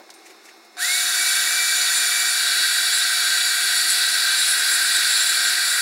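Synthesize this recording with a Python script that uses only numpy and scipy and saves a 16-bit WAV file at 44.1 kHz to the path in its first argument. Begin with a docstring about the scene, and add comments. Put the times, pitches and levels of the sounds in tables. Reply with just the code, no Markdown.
"""A canister vacuum cleaner in a small living room, heard fast and pitched high, by a mono microphone.
The motor spins up from sines on the shaft orders, mains hum and noise bands of air roar, the air coloured
by drum and room resonances. When the nozzle seals on cloth the unloaded fan speeds up, the gap hisses
and narrow noise bands whistle. Before the start, noise bursts make faint rustles and ticks over the
room noise, which carries a few wavering tones."""
import sys
import numpy as np
from scipy import signal
from scipy.fft import rfft, irfft
from scipy.io import wavfile
from scipy.ndimage import uniform_filter1d

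SR = 44100
rng = np.random.default_rng(int(sys.argv[2]) if len(sys.argv) > 2 else 0)


def ratio_of_db(decibels):
    """Turn decibels (scalar or array-like) into linear amplitude factors; 0 dB maps to 1."""
    return 10 ** (np.asarray(decibels, float) / 20)


def transcribe(u):
    """Save the signal u as a 16-bit wav file named by the first command-line argument.

    u: samples, shape (n,) or (channels, n), limited to [-1, 1]; the rate is SR.
    q: integer samples, one column per channel.
    """
    v = np.clip(np.atleast_2d(u).T, -1, 1)
    q = np.round(v * 32767).astype(np.int16)
    wavfile.write(sys.argv[1], SR, q)


N = 256220
T = np.arange(N) / SR  # s
F = np.maximum(np.arange(N // 2 + 1) * SR / N, 1)  # Hz
AUDIBLE_S = 0.768  # the motor layers are fully open
# the nozzle seals on cloth: [centre t/s, length/s, hiss level/dB, low whistle level/dB, speed rise/%]
# (hiss level ahead of the jet's own trim and the room)
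NOZZLE_SEALS = [(0.944, 0.12, -35, -41, 0.21), (1.216, 0.12, -43, -36, 0.19), (1.96, 0.07, -29.5, -31, 4.8),
                (2.307, 0.075, -37, -48, 0.42), (2.965, .085, -31, -31, 5.5),
                (3.791, 0.061, -33, -34.5, 1.4), (3.911, 0.052, -26.5, -38, 2.7),
                (4.1, 0.13, -37, -39, 1.3), (4.409, 0.085, -32, -32, 4.7), (4.497, 0.1, -28, -35, 7.6),
                (4.585, .06, -31, -34, 5.2), (4.732, 0.065, -29.5, -30, 4.5), (4.851, .05, -34, -35, 1.87),
                (4.947, 0.068, -31, -33, 3.4), (5.12, 0.09, -36, -29, 2.8), (5.24, 0.16, -35.5, -28, 1.7),
                (5.473, .1, -36, -33, 1.9), (5.7, 0.16, -34, -34, 1.4)]


def unit(x):
    """Scale to rms 1."""
    return x / np.sqrt(np.mean(x ** 2))


def colour(points):
    """Gain over frequency from [f/Hz, level/dB] points, joined on a log frequency axis."""
    hz, db = np.transpose(points)
    return ratio_of_db(np.interp(np.log(F), np.log(hz), db))


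def noise(gain):
    """Noise with the given gain over frequency."""
    return irfft(rfft(rng.standard_normal(N)) * gain, N)


def walk(rate):
    """Random levels held 1 / rate s and slewed twice; spread near 1."""
    hold = int(SR / rate)
    steps = np.repeat(rng.standard_normal(N // hold + 1), hold)
    slewed = uniform_filter1d(uniform_filter1d(steps, hold), hold)
    return 1.15 * slewed[:N]


def curves(table):
    """Columns of a table joined by straight lines in time."""
    s, *columns = np.transpose(table)
    return [np.interp(T, s, column) for column in columns]


def ramp(start_s, length_s):
    """From 0 to 1 in a straight line."""
    return np.clip((T - start_s) / length_s, 0, 1)


def turns(speed_hz, waver):
    """Shaft angle in radians, the summed speed with a random relative waver."""
    return 2 * np.pi * np.cumsum(speed_hz * (1 + waver * walk(60))) / SR


def colouring(bumps):
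    """Resonances (plus dB) and cancellations (minus dB) in series."""
    return ratio_of_db(sum(db / (1 + (2 * (F - hz) / width) ** 2) for hz, width, db in bumps))


def quiet_room():
    """Room noise, shaped broadband noise, with a few tones that waver in pitch and level."""
    # shape of the room noise: [f/Hz, relative level/dB]
    room_spectrum = [(40, -58), (150, -51), (210, -20.5), (270, -20.5), (335, -1.5), (420, -8), (500, -12),
                     (590, -13), (760, -6.5), (900, -13.5), (1100, -11.5), (2500, -15.5), (3150, -24),
                     (3700, -13), (5300, -19.5), (7500, -24), (15600, -34)]
    # other appliances: [f/Hz, rms level/dB]
    appliance_tones = [(222, -74.5), (721, -67), (2160, -63.5), (4320, -73), (5310, -63.5)]
    out = unit(noise(colour(room_spectrum))) * ratio_of_db(-49.5 + 1.4 * walk(22))
    for hz, db in appliance_tones:
        phase = 2 * np.pi * np.cumsum(hz + 11 * walk(60)) / SR
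        out += np.sqrt(2) * ratio_of_db(db + 2.0 * walk(45)) * np.sin(phase)
    return out


def burst(s, db, hz, width, rise_s, t60_s):
    """A band of noise that swells to its peak at s and dies away, within the first second."""
    t, f = T[:SR], np.maximum(np.arange(SR // 2 + 1), 1)
    band = 1 / (1 + ((f / hz - hz / f) * hz / width) ** 2)
    grain = unit(irfft(rfft(rng.standard_normal(SR)) * band, SR))
    swell = np.exp(np.minimum(t - s, 0) / max(rise_s, 1e-4))
    decay = ratio_of_db(-60 * np.maximum(t - s, 0) / t60_s)
    return grain * np.where(t < s, swell, decay) * ratio_of_db(db) / 2


def ticks():
    """Hose and wand knocks: noise bursts with a very fast rise, as wide as their centre frequency."""
    # knocks: [peak t/s, level/dB ahead of the burst's halving, centre f/Hz, t60/s]
    knocks = [(.001, -37, 586, .15), (.093, -36, 1300, 0.027), (0.1027, -31, 4700, 0.049),
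              (.1401, -38.5, 7000, .06), (.436, -54, 11000, .05), (.648, -48, 9000, .07)]
    return sum(burst(s, db, hz, hz, 0.0006, t60) for s, db, hz, t60 in knocks)


def scuffs():
    """Hose and wand scuff on cloth: a dull and a bright noise band swell and fade together."""
    # scuffs: [peak t/s, dull level/dB, bright level/dB], levels ahead of the burst's halving
    cloth_rubs = [(.267, -39.5, -40), (.307, -39.5, -43), (.365, -54, -58), (.4, -50, -60),
                  (.459, -46, -41), (.492, -38, -46), (.575, -58, -55)]
    # dull and bright part: [centre f/Hz, width/Hz]
    rub_bands = [(2100, 1100), (6200, 6000)]
    rise_s, t60_s = 0.012, 0.1
    out = np.zeros(SR)
    for s, *parts_db in cloth_rubs:
        for db, (hz, width) in zip(parts_db, rub_bands):
            out += burst(s, db, hz, width, rise_s, t60_s)
    return out


def ping():
    """A small metal part rings: one thin sine that decays with a flickering level."""
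    # ring: [onset t/s, peak level/dB, f/Hz, t60/s]
    metal_ring = (.147, -52, 8870, .3)
    s, db, hz, t60 = metal_ring
    decay_db = db - 60 * np.maximum(T - s, 0) / t60
    return (T > s) * ratio_of_db(decay_db + 2.4 * walk(75)) * np.sin(2 * np.pi * hz * T)


def handling():
    """Short scuffs and ticks of noise, and one thin ring."""
    out = ping()
    out[:SR] += ticks() + scuffs()
    return out


def hum():
    """Torque ripple of the mains, strongest under the starting current."""
    hum_hz, start_db, run_db, settle_s = 719, -44.5, -49, 0.55
    since = np.maximum(T - AUDIBLE_S, 0)
    db = run_db + (start_db - run_db) * np.exp(-since / settle_s) + 0.51 * walk(14)
    return np.sqrt(2) * ratio_of_db(db) * np.sin(turns_of_hum(hum_hz))


def turns_of_hum(hum_hz):
    """Phase of the hum in radians, its pitch slightly unsteady."""
    return 2 * np.pi * np.cumsum(hum_hz * (1 + 0.003 * walk(20))) / SR


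def late_echoes(depth_db, spacing_hz, from_hz):
    """Many late reflections ripple the top of the spectrum at random."""
    knots = np.arange(0, SR / 2, spacing_hz)
    ripple = np.interp(F, knots, rng.standard_normal(len(knots)))
    return ratio_of_db(depth_db * ripple / (1 + (from_hz / F) ** 12))


def in_room(x):
    """The room's pattern of peaks and notches changes as the user sits down."""
    # peaks and notches of the drum and its surroundings: [f/Hz, width/Hz, level/dB]
    drum_bumps = [(878, 136, -23), (950, 288, 15), (1055, 215, -11.5), (1423, 312, 5.5), (1577.4, 45, 7),
                  (1678, 35, -3), (1790, 38, -12), (1964, 234, 14), (2034, 243, -14.5), (2530, 370, 7),
                  (2490, 80, -15), (2676, 75, -6), (3205, 94, -3.5), (3334, 146, 7), (3631, 74, -20.5),
                  (3643, 236, 10.5), (3797, 46, -14.5), (3910, 260, 5), (4020, 50, -10), (4283, 43, -17.5),
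                  (4349, 136, 10), (4500, 61, -4.5)]
    # room while the user stands by the drum: [f/Hz, width/Hz, level/dB]
    standing_bumps = [(1554, 330, -3.5), (2030, 100, -4.5), (2270, 36, 4), (2710, 26, -18), (3300, 31, -3),
                      (3640, 26, 20), (3788, 50, 8.5), (4030, 71, -9.5), (4048, 160, 17), (4145, 400, -14),
                      (4283, 84, 13), (4520, 76, 9), (5430, 61, -4), (5560, 252, 7), (5680, 97, -14),
                      (5880, 66, 5), (6090, 80, 9.5), (6900, 290, -3.5), (6980, 210, 12), (7570, 86, 7.5),
                      (7920, 104, -8), (8360, 123, -5), (8579, 50, 9), (8720, 110, -10), (8860, 110, -4),
                      (9050, 40, -16), (9170, 162, 7), (10080, 190, 7), (10629, 36, 0), (11440, 309, -3),
                      (11510, 298, 8), (13900, 900, 4)]
    # room while the user sits behind the drum: [f/Hz, width/Hz, level/dB]
    seated_bumps = [(4899, 88, -6), (5505, 65, 7), (5705, 44, -5), (6008, 335, -3), (6243, 94, 5),
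                    (6353, 61, -5), (6634, 113, -6), (7168, 196, 3), (7743, 151, -5), (8091, 256, 16),
                    (8166, 314, -14), (8629, 56, -6), (9061, 113, -12), (9458, 128, -16), (9552, 403, 15),
                    (9731, 223, -16), (9802, 67, 10), (9868, 36, -5), (10002, 101, 7), (10350, 92, 16),
                    (10406, 205, -16), (10496, 144, 14), (10649, 55, -8), (11157, 82, -3), (11549, 103, 9),
                    (12126, 113, -5), (12882, 287, -12), (13015, 364, 11), (13360, 195, -9), (14061, 54, 6)]
    sit_s, sit_span_s = 2.354, 0.17  # centre and length of the crossfade
    seated = np.clip((T - sit_s) / sit_span_s + 0.5, 0, 1)
    echoes = late_echoes(depth_db=3.0, spacing_hz=70.9, from_hz=12500)
    heard = rfft(x) * colouring(drum_bumps) * echoes
    while_standing = irfft(heard * colouring(standing_bumps), N)
    while_seated = irfft(heard * colouring(seated_bumps), N)
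    return (1 - seated) * while_standing + seated * while_seated


def strokes():
    """How far the nozzle is closed, one flat-topped bump per seal."""
    return [np.exp(-((T - row[0]) / row[1] * 2) ** 4) for row in NOZZLE_SEALS]


def breathy(turn, multiple, width_hz):
    """A narrow band of noise that rides on a multiple of the shaft speed."""
    band = 1 / (1 + (2 * F / width_hz) ** 2)
    drift = unit(noise(band)) + 1j * unit(noise(band))
    return np.real(drift * np.exp(1j * multiple * turn))


def nozzle(turn):
    """Air forced through the gap hisses, and breathy whistles ride up with the fan speed."""
    # upper whistles: [multiple of shaft speed, width/Hz, level/dB relative to the hiss level]
    upper_whistles = [(3.34, 110, -3), (3.681, 110, -3.5), (3.971, 110, -3), (4.329, 160, -2.5),
                      (4.919, 110, -18)]
    # low whistle: [multiple of shaft speed, width/Hz]
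    low_whistle = (3.08, 37)
    jet_hz, jet_width_hz, jet_db = 8900, 4400, -4
    closed = strokes()
    hiss_gain = sum(ratio_of_db(row[2]) * stroke for row, stroke in zip(NOZZLE_SEALS, closed))
    low_gain = sum(ratio_of_db(row[3]) * stroke for row, stroke in zip(NOZZLE_SEALS, closed))
    jet_band = 1 / (1 + ((F - jet_hz) / jet_width_hz * 2) ** 6)
    jet = ratio_of_db(jet_db) * unit(noise(jet_band))
    jet += sum(ratio_of_db(db) * breathy(turn, multiple, width) for multiple, width, db in upper_whistles)
    return jet * hiss_gain + breathy(turn, *low_whistle) * low_gain


def roar():
    """Turbulent air in three bands; the drum speaks first, the treble builds last as the fan gathers speed."""
    # air flow once running: [t/s, roar level/dB ahead of the room, treble share/dB, drum share/dB]
    air_flow = [(.85, -22.5, 0.5, 1), (1.2, -22.5, 1.5, 3.5), (2.1, -22, 1.5, 3.5), (2.5, -20, -.5, 0),
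                (4.0, -20, -0.5, 0), (4.6, -20, 0, 1), (5.81, -21, 0.5, 2)]
    # shape of the air noise: [f/Hz, relative level/dB]
    air_spectrum = [(160, -45.5), (330, -39), (560, -31.5), (800, -23.5), (1150, -22.5), (1550, -7),
                    (3150, -16), (3900, -5), (6400, -15.5), (7300, -11.5), (10300, -12), (12000, -22),
                    (13500, -22.5), (15700, -24.5)]
    start_s = 0.767
    roar_db, treble_db, drum_db = curves(air_flow)
    roar_db = roar_db - 18.5 * (1 - ramp(start_s, 0.056))  # climbs steadily in dB
    drum_db = drum_db + 10 * (1 - ramp(start_s, 0.045))
    treble_db = treble_db - 6 * (1 - ramp(start_s + 0.016, 0.012))
    air = colour(air_spectrum)
    low = 1 / (1 + (F / 2400) ** 8)
    high = 1 - 1 / (1 + (F / 5800) ** 8)
    between = np.clip(1 - low - high, 0, 1)
    drum = noise(air * np.sqrt(low)) * ratio_of_db(drum_db + 0.5 * walk(9))
    middle = noise(air * np.sqrt(between)) * ratio_of_db(1.1 * walk(8))
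    treble = noise(air * np.sqrt(high)) * ratio_of_db(treble_db + 0.5 * walk(11))
    return unit(drum + middle + treble) * ratio_of_db(roar_db) * ramp(start_s, 0.0026)


def blades(turn):
    """The blade tone, seven times the shaft speed, sweeps through the top octave during spin-up."""
    # sweep: [centre t/s, length/s, peak level/dB]
    spin_up_sweep = (.86, .04, -43)
    s, length, db = spin_up_sweep
    return ratio_of_db(db) * np.exp(-((T - s) / length) ** 2) * np.sin(7 * turn)


def rotor():
    """Shaft speed lags behind the speed that the load allows; also the surge in percent."""
    # speed the rotor settles to with the nozzle open: [t/s, f/Hz]
    free_speed = [(.83, 2160), (.92, 2245), (1.03, 2284), (1.25, 2294), (1.44, 2278), (1.52, 2355),
                  (1.62, 2317), (2.3, 2321), (2.85, 2308), (3.7, 2318), (4.05, 2338), (4.3, 2347),
                  (5.35, 2350), (5.58, 2325), (5.81, 2349)]
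    switch_s, inertia_s = 0.757, 0.038  # power on, time constant of the rotor
    keep = np.exp(-1 / (inertia_s * SR))

    def lag(x):
        """One-pole smoothing, the inertia of the rotor."""
        return signal.lfilter([1 - keep], [1, -keep], x)

    surge = sum(row[4] * stroke for row, stroke in zip(NOZZLE_SEALS, strokes()))
    allowed_hz = (T > switch_s) * curves(free_speed)[0] * (1 + surge / 100)
    return lag(allowed_hz), lag(surge)


def orders(speed_hz, surge):
    """Level in dB of the three shaft orders, the lower two fading as the fan races."""
    # whine ahead of surge and notch: [t/s, first order level/dB, second level/dB, third level/dB]
    whine_levels = [(.775, -56, -49, -68), (.8, -36, -48, -55), (.832, -23, -44, -39),
                    (.92, -24.5, -30, -47), (1.0, -33, -41, -46), (1.11, -50, -43, -44),
                    (1.19, -30, -32, -44), (1.3, -30.5, -35, -43), (1.41, -38, -42, -41),
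                    (1.55, -29.5, -33, -34), (1.9, -36.5, -35, -32), (2.1, -32, -31.5, -37),
                    (2.38, -34, -33, -38), (2.5, -43, -32, -39), (2.9, -37.5, -30.5, -41),
                    (3.4, -38, -31.5, -34.5), (3.9, -41, -31, -45), (4.35, -39, -30, -45),
                    (5.0, -39, -32, -47), (5.81, -40, -32, -47)]
    # change with surge, one value per order: [level/dB per %]
    surge_slopes = (-1, -.9, 0)
    # the rising first order crosses a cancellation: [f/Hz, width/Hz, level/dB]
    first_order_notch = (2065, 36, -24)
    levels = [db + slope * surge for db, slope in zip(curves(whine_levels), surge_slopes)]
    hz, width, db = first_order_notch
    levels[0] = levels[0] + db / (1 + (2 * (speed_hz - hz) / width) ** 2)
    return levels


def whine(turn, orders_db):
    """Shaft orders of a slightly unsteady rotor: sines at multiples of its speed."""
    out = np.zeros(N)
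    for order, db in enumerate(orders_db, start=1):
        out += np.sqrt(2) * ratio_of_db(db + 1.55 * walk(25.11)) * np.sin(order * turn)
    return out


def scene():
    """Motor layers start together over the room and handling; one microphone feeds both channels."""
    speed_hz, surge = rotor()
    turn = turns(speed_hz, waver=0.000654)
    # suction in the gap rises at once, the heavy rotor follows 0.02 s later
    suction = turns(np.interp(T + 0.02, T, speed_hz), waver=0.00099)
    on = np.clip((T - AUDIBLE_S) / 0.002 + 1, 0, 1)
    air = in_room(roar() + nozzle(suction))
    motor = on * (whine(turn, orders(speed_hz, surge)) + hum() + blades(turn) + air)
    mono = motor + quiet_room() + handling()
    return np.array([mono, mono])


def low_pass(x):
    """Removes everything above the highest recorded frequency."""
    return signal.sosfilt(signal.butter(12, 16600, fs=SR, output="sos"), x)


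def record(dry):
    """The microphone housing dips once and the top is cut off sharply."""
    # dip of the housing: [f/Hz, width/Hz, level/dB]
    housing_dip = (3180, 300, -4.5)
    top_hz = 15750
    heard = rfft(dry) * colouring([housing_dip]) * (F < top_hz)
    return low_pass(irfft(heard, N))


dry = scene()
out = record(dry)
transcribe(out)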